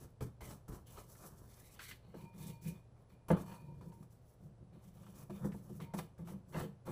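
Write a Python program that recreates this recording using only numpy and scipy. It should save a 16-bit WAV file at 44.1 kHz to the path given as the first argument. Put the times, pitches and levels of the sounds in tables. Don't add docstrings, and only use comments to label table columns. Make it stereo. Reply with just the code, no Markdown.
import sys
import numpy as np
from scipy import signal
from scipy.fft import rfft, irfft, next_fast_len
from scipy.io import wavfile

SR = 44100
rng = np.random.default_rng(int(sys.argv[2]) if len(sys.argv) > 2 else 0)


def wav_out(sig):
    wavfile.write(sys.argv[1], SR, np.round(np.clip(np.atleast_2d(sig).T, -1, 1) * 32767).astype(np.int16))


N = 305017

# start t/s, swell t/s, hold t/s,
# powder hiss level/dB, edge scuff level/dB, shell rasp level/dB, body rumble level/dB
STROKES = [(-0.055, 0.065, 0.028, -62, -74.5, -67, -54), (0.206, 0.0012, 0.025, -58.5, -65, -56.5, -42.5),
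           (0.407, 0.0014, 0.033, -54.5, -62, -57.5, -55.5),
           (0.452, 0.026, 0.036, -55.5, -66.5, -57.5, -49.5),
           (0.68, 0.0015, 0.0054, -57, -87, -60.5, -42.5), (0.694, 0.037, 0.026, -58, -74, -57.5, -58),
           (0.856, 0.014, 0.029, -63, -70, -69, -61.5), (0.883, 0.098, 0.018, -56.5, -65.5, -56.5, -55),
           (1.056, 0.044, 0.04, -58.5, -96, -68, -68), (1.15, 0.11, 0.0068, -54.5, -71.5, -56, -59.5),
           (1.292, 0.029, 0.14, -68.5, -86, -68.5, -59.5), (1.436, 0.077, 0.42, -64, -72.5, -72.5, -71.5),
           (1.792, 0.0013, 0.062, -58, -58, -77, -68), (1.853, 0.043, 0.0046, -56, -56, -75, -58),
           (1.993, 0.053, 0.15, -84, -80, -76.5, -65.5), (2.141, 0.0066, 0.036, -65, -70.5, -61.5, -58),
           (2.168, 0.044, 0.035, -66, -75, -74, -54), (2.322, 0.021, 0.03, -68.5, -74, -71, -55.5),
           (2.378, 0.0087, 0.12, -57, -66, -65.5, -50.5), (2.607, 0.049, 0.029, -54, -63.5, -73, -45.5),
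           (2.733, 0.021, 0.017, -72, -75, -71, -65), (2.904, 0.06, 0.059, -87, -92, -74, -76),
           (3.084, 0.012, 0.037, -77.5, -80, -79.5, -67.5), (3.283, 0.0012, 0.0036, -53, -65, -50, -62),
           (3.303, 0.0038, 0.0085, -59.5, -55.5, -38.5, -26.5),
           (3.365, 0.0016, 0.051, -60.5, -67, -56.5, -58), (3.448, 0.015, 0.086, -64, -67, -60, -57.5),
           (3.574, 0.017, 0.2, -79.5, -84.5, -81, -54), (3.809, 0.0023, 0.012, -67, -79, -67, -49.5),
           (3.837, 0.022, 0.034, -72.5, -85, -88, -52.5), (3.92, 0.0052, 0.089, -75, -88, -90, -56),
           (4.027, 0.0016, 0.006, -74.5, -90, -73, -59), (4.092, 0.026, 0.02, -69.5, -102, -86, -75),
           (4.19, 0.13, 0.0089, -73.5, -94, -87, -82), (4.37, 0.058, 0.037, -76, -94, -81, -58),
           (4.583, 0.03, 0.0071, -89, -95, -89, -54), (4.71, 0.024, 0.035, -83, -77, -72, -57),
           (4.771, 0.075, 0.041, -71, -80, -73, -61), (4.904, 0.067, 0.14, -68.5, -76.5, -71.5, -60.5),
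           (5.092, 0.065, 0.075, -64, -78, -65.5, -56.5), (5.296, 0.0013, 0.067, -66.5, -69.5, -67, -53),
           (5.352, 0.095, 0.021, -63, -75, -56.5, -42.5), (5.442, 0.003, 0.02, -71, -79, -57, -39),
           (5.492, 0.065, 0.032, -63, -77.5, -71, -50), (5.591, 0.059, 0.081, -72, -86, -70.5, -55.5),
           (5.69, 0.0043, 0.086, -66, -81, -75, -53.5), (5.801, 0.004, 0.021, -61.5, -61.5, -58.5, -50),
           (5.937, 0.001, 0.002, -54, -68, -55, -45), (5.966, 0.018, 0.0036, -53, -56.5, -54, -43.5),
           (6.18, 0.0016, 0.041, -71, -82, -72, -51), (6.244, 0.044, 0.019, -59, -65.5, -59.5, -47.5),
           (6.321, 0.014, 0.031, -92, -93, -71, -53), (6.459, 0.041, 0.138, -68.5, -96, -75, -55),
           (6.519, 0.036, 0.047, -52, -54, -47, -41), (6.85, 0.019, 0.057, -59, -63.5, -52, -41)]
STROKE_FADES = [312, 262, 240, 216]


def strokes():
    return efforts(STROKES, STROKE_FADES)


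# f/Hz, relative level/dB per Hz
HISS_SPECTRUM = [(2500, -18), (4000, -13), (6000, -4.5), (8000, -6.5), (10500, -3.5), (13000, -6.5),
                 (15500, -5.5)]


def powder_hiss():
    return coloured(grains(12000, spread_db=3, clump_db=2.5), HISS_SPECTRUM)


# f/Hz, level/dB, t60/s
EDGE_MODES = [(1350, -8, 0.0062), (1646, 0, 0.0044), (1815, 0, 0.0078), (2133, -1, 0.0081),
              (2447, -4, 0.014), (3000, -2.5, 0.0067), (3606, -3, 0.01), (3900, 0.5, 0.0038),
              (4500, -2, 0.0064)]


def edge_scuff(slips):
    total = np.zeros(N)
    for k, (hz, db, t60) in enumerate(EDGE_MODES):
        wandering = from_db(db + 3.0 * drift(4.5))
        total += (-1) ** k * wandering * ring(slips, hz, t60)
    return rms_one(total)


# f/Hz, relative level/dB per Hz
RASP_SPECTRUM = [(300, 2.5), (520, 2.5), (750, 1), (1050, 1.5), (1400, -3), (1900, -10), (2600, -53)]


def shell_rasp(slips):
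    return coloured(slips, RASP_SPECTRUM)


# f/Hz, level/dB, free t60/s
TUB_MODES = [(51, -12.5, 0.29), (82.5, -5.5, 0.16), (120.8, -2, 0.2), (194.4, 0, 0.091), (267, -4.5, 0.14),
             (350, -2, 0.085), (426, -5, 0.2), (480, -16, 0.3), (770, -43, .15), (822, -17, 0.092),
             (1262, -10, 0.15)]
# f/Hz, level/dB, free t60/s
SIEVE_MODES = [(84, -14, 0.44), (141, -5.5, 0.4), (168.8, 1, 0.32), (198.1, -1, 0.34), (241.4, -7.5, 0.17),
               (282.4, -8, 0.26), (357, -4.5, 0.22), (459.8, -6.5, 0.23), (510, -2.5, 0.11),
               (612, -7, 0.11), (661, -14, 0.2), (884, -13.5, 0.15), (1025, -24.5, 0.084),
               (1170, -18.5, 0.058), (1286, -33, 0.12), (1558, -29, 0.1), (1656, -32, 0.19),
               (1786, -40, 0.2), (2050, -37, 0.2), (2720, -45, 0.065), (3300, -45, 0.045)]
TUB_UNTIL_S = 2.05


def body_rumble(tub_tilt_db, sieve_tilt_db):
    slips = grains(1500, spread_db=1.7, clump_db=2.5)

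    def shaken(modes, tilt_db):
        total = np.zeros(N)
        for k, (hz, db, t60) in enumerate(modes[:10]):
            strength = from_db(db + tilt_db * np.log2(hz / 200))
            total += (-1) ** k * strength * ring(slips, hz, 0.5 * t60)
        return rms_one(total)

    at_tub = np.arange(N) < TUB_UNTIL_S * SR
    return np.where(at_tub, shaken(TUB_MODES, tub_tilt_db), shaken(SIEVE_MODES, sieve_tilt_db))


# t/s, peak level/dB, hardness in dB per octave, damping factor on t60
KNOCKS = [(0.209, -36, -1.5, 0.74), (0.696, -42.5, -5.5, 0.34), (.975, -47, 11, 0.76),
          (1.25, -46.5, 2, 0.44), (2.141, -41.5, 2.5, 0.45), (2.657, -41, -12, 0.53),
          (3.303, -18.5, 4.5, 0.48), (4.406, -67, 6, 0.57), (4.609, -54, -11, 0.72),
          (4.757, -51.5, -4, 0.21), (5.297, -36.5, 0, 0.52), (5.444, -30, 2.5, 0.37),
          (5.544, -38, 0.5, 0.33), (5.696, -41, 0, 0.52), (5.794, -46, 3, 1), (5.938, -34.5, 4.5, 0.33),
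          (5.987, -44, 7, 0.8), (6.19, -53.5, 8, 0.68), (6.542, -37.5, 15, 0.83), (6.632, -37, -2.5, 0.82),
          (6.878, -40, 1, 0.72)]


def knocks():
    out = np.zeros(N)
    t = np.arange(SR // 2) / SR
    for s, db, hard_db, damping in KNOCKS:
        draw = rng.normal(0, 1, 500)
        modes = TUB_MODES if s < TUB_UNTIL_S else SIEVE_MODES
        hz, mode_db, t60 = np.transpose(modes)[..., None]
        strength = from_db(mode_db + 2.0 * draw[:len(hz), None] + hard_db * np.log2(hz / 300))
        swell = 1 - np.exp(-t * hz * 1.3)
        decay = from_db(-60 * t / (t60 * damping))
        sound = np.sum(strength * swell * np.sin(2 * np.pi * hz * t) * decay, axis=0)
        contacts = 0.031 * draw ** 3 * np.exp(-t[:500] / 0.0035)
        contacts[0] = 1
        sound = signal.fftconvolve(sound, contacts)[:len(t)]
        add_at(out, s, from_db(db) * sound / np.abs(sound).max())
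    return out


# t/s, level/dB (11 dB above the burst's
# undecayed rms), centre f/Hz, t60/s
TICKS = [(0.2081, -36, 1240, 0.024), (0.407, -45.5, 1000, 0.22), (0.68, -51, 1080, 0.22),
         (0.7218, -49, 1190, 0.089), (1.1524, -50.5, 1790, 0.062), (1.792, -38, 1750, 0.21),
         (1.9112, -34.5, 2210, 0.089), (2.2103, -51.5, 2540, 0.062), (2.3391, -67, 1690, 0.076),
         (2.378, -51.5, 7850, 0.06), (2.6258, -56, 5430, 0.097), (2.7788, -61, 1000, 0.042),
         (3.103, -56, 1070, 0.06), (3.2851, -50, 1030, 0.047), (3.304, -48, 2100, 0.063),
         (3.3145, -37, 9150, 0.027), (3.81, -52, 990, 0.094), (3.92, -52.5, 1010, 0.079),
         (4.0275, -53, 990, 0.055), (5.0294, -54, 1010, 0.066), (5.0649, -47.5, 1060, 0.082),
         (5.1554, -61, 1010, 0.084), (5.3053, -42, 1040, 0.039), (5.5192, -46.5, 1750, 0.1),
         (5.8018, -40, 1050, 0.067), (5.9366, -36, 1010, 0.12), (5.9885, -24, 970, 0.054),
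         (6.1788, -56, 1670, 0.05), (6.2732, -44.5, 1010, 0.22), (6.5307, -67, 1570, 0.026),
         (6.8664, -53, 1100, 0.075)]


def ticks():
    out = np.zeros(N)
    t = np.arange(SR // 4) / SR
    for s, db, hz, t60 in TICKS:
        band = [0.78 * hz, min(1.12 * hz, 0.45 * SR)]
        b, a = signal.butter(1, band, "band", fs=SR)
        burst = rms_one(signal.lfilter(b, a, rng.standard_normal(len(t))))
        add_at(out, s, from_db(db - 11.0) * burst * from_db(-60 * t / t60))
    return out


# start t/s, swell t/s, hold t/s,
# friction level/dB into the low, middle and high ring
SLIDES = [(2.15, 0.056, 0.053, -96, -103, -118), (2.356, 0.046, 0.13, -101, -102, -106),
          (2.61, 0.02, 0.058, -101, -99, -118), (3.078, .03, 0.041, -102, -112, -125),
          (3.34, .03, 0.12, -100, -113, -106), (3.47, .03, 0.083, -95, -104, -109),
          (3.646, 0.022, 0.045, -103, -116, -125), (3.802, .02, 0.12, -106, -125, -125),
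          (5.82, .01, .03, -96, -114, -116)]
SLIDE_FADE_DB_PER_S = 206
# f/Hz, level/dB, t60/s
GLASS_MODES = [
    [(925.3, 1.5, 0.3), (975, -1.5, 0.26)],
    [(2410, 1.5, 0.36), (2460, -0.5, 0.32)],
    [(4440, 9, 0.092)],
]


def glass():
    slips = grains(1500, spread_db=3.5, clump_db=3.0)
    frictions = efforts(SLIDES, np.full(len(GLASS_MODES), SLIDE_FADE_DB_PER_S))
    total = np.zeros(N)
    for modes, friction in zip(GLASS_MODES, frictions):
        for hz, db, t60 in modes:
            total += from_db(db) * ring(friction * slips, hz, t60)
    return total


# f/Hz, likeness (1 = same on both sides, 0 = unrelated)
LIKENESS = [(30, .9), (60, 0.97), (150, 0.985), (300, 0.965), (600, .89), (1200, 0.55), (2000, 0.1),
            (7000, 0), (10000, 0.3)]
NEAR_T60_S = 0.055


def spread(x):
    size = next_fast_len(N, True)
    turn = 2.53 * drift(3.32)
    alike = on_bins(LIKENESS, size)
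    near = np.cos(turn) * echoes(x, NEAR_T60_S) + np.sin(turn) * echoes(x, NEAR_T60_S)
    mid = rfft(x, size) * np.sqrt((1 + alike) / 2)
    side = rfft(near, size) * np.sqrt((1 - alike) / 2)
    return irfft(np.array([mid + side, mid - side]), size)[:, :N]


KITCHEN_T60_S, KITCHEN_DB, WALL_CUT_HZ = 0.3, -11, 12000


def kitchen(x):
    b, a = signal.butter(1, WALL_CUT_HZ, fs=SR)
    return signal.lfilter(b, a, echoes(x, KITCHEN_T60_S))


HUM_HZ, HUM_RMS_DB, HUM_WAVER_DB = 117.2, -65, 2


def hum():
    level = from_db(HUM_RMS_DB + 3 + HUM_WAVER_DB * drift(1.8))
    phase = 2 * np.pi * HUM_HZ * np.arange(N) / SR + 0.55 * drift(2.3)
    return level * np.sin(phase)


# f/Hz, relative level/dB per Hz
AIR_SPECTRUM = [(12, -41), (20, -11), (65, -3.5), (122, -4.5), (307, -20.5), (508, -17.5), (2170, -38.5),
                (6880, -44), (8000, -46), (10400, -43), (17600, -120)]
AIR_RMS_DB = -63.5


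def room_air():
    return from_db(AIR_RMS_DB) * coloured(rng.standard_normal(N), AIR_SPECTRUM)


def from_db(db):
    return 10 ** (np.asarray(db) / 20)


def rms_one(x):
    return x / np.sqrt(np.mean(x ** 2) + 1e-20)


def add_at(out, s, sound):
    at = round(s * SR)
    out[at:at + len(sound)] += sound[:N - at]


TOUCH_DB = -15.5
ONSET_SHARE = 0.21


def efforts(rows, fades):
    power = np.zeros((len(fades), N))
    for s, swell, hold, *db in rows:
        first = max(round(s * SR), 0)
        last = min(round((s + swell + hold + 0.4) * SR), N)
        t = np.arange(first, last) / SR - s
        rise_db = TOUCH_DB * np.clip(1 - t / swell, 0, 1)
        fall_db = np.outer(fades, np.maximum(t - swell - hold, 0))
        closing = np.minimum(t / (ONSET_SHARE * swell), 1)
        gain = from_db(np.array(db)[:, None] + rise_db - fall_db) * closing
        power[:, first:last] += gain ** 2
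    return np.sqrt(power)


def grains(per_s, spread_db, clump_db):
    sizes = from_db(spread_db * np.minimum(rng.exponential(1, N), 5)) * rng.choice([-1, 1], N)
    happens = rng.random(N) < per_s / SR
    return rms_one(sizes * happens * from_db(clump_db * drift(21.5)))


def ring(push, hz, t60):
    r, w = from_db(-60 / (t60 * SR)), 2 * np.pi * hz / SR
    return signal.lfilter([0, np.sin(w)], [1, -2 * r * np.cos(w), r * r], push + 1e-18)


def drift(rate):
    r = np.exp(-2 * np.pi * rate * 40 / SR)
    noise = rng.standard_normal(N // 40 + 2002)
    slow = signal.lfilter([1], [1, -2 * r, r * r], noise)[2000:]
    return np.interp(np.arange(N) / 40, np.arange(len(slow)), rms_one(slow))


def on_bins(points, size):
    hz = np.maximum(np.arange(size // 2 + 1) * SR / size, 1)
    table_hz, values = np.array(points).T
    return np.interp(np.log(hz), np.log(table_hz), values)


def coloured(x, spectrum):
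    size = next_fast_len(N, True)
    return rms_one(irfft(rfft(x, size) * from_db(on_bins(spectrum, size)), size)[:N])


def echoes(x, t60):
    t = np.arange(round(t60 * SR)) / SR
    tail = rng.standard_normal(len(t)) * from_db(-60 * t / t60)
    return signal.fftconvolve(x, tail / np.sqrt(np.sum(tail ** 2)))[:N]


BODY_LAG_S = 0.008


def scene():
    hiss, edge, shell, body = strokes()
    crunch = grains(2500, spread_db=0.5, clump_db=1.5)
    late_body = np.pad(body, (round(BODY_LAG_S * SR), 0), "edge")[:N]
    near = hiss * powder_hiss() + edge * edge_scuff(crunch) + shell * shell_rasp(crunch)
    near += late_body * body_rumble(tub_tilt_db=-5.0, sieve_tilt_db=-6.0)
    near += knocks() + ticks() + glass()
    return spread(near + from_db(KITCHEN_DB) * kitchen(near) + hum() + room_air())


TREBLE_FROM_HZ, TREBLE_LAG_S = 7670, 0.0004436
TOP_STOP_HZ = 16400


def record(dry):
    size = next_fast_len(N + 1000, True)
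    hz = np.arange(size // 2 + 1) * SR / size
    left, right = rfft(dry, size)
    share = 0.98 / (1 + (TREBLE_FROM_HZ / (hz + 1)) ** 12)
    late_left = left * np.exp(-2j * np.pi * hz * TREBLE_LAG_S)
    right = np.sqrt(1 - share) * right - np.sqrt(share) * late_left
    both = irfft(np.array([left, right]), size)[:, :N]
    return signal.sosfilt(signal.cheby2(14, 70, TOP_STOP_HZ, fs=SR, output="sos"), both)


dry = scene()
out = record(dry)
wav_out(out)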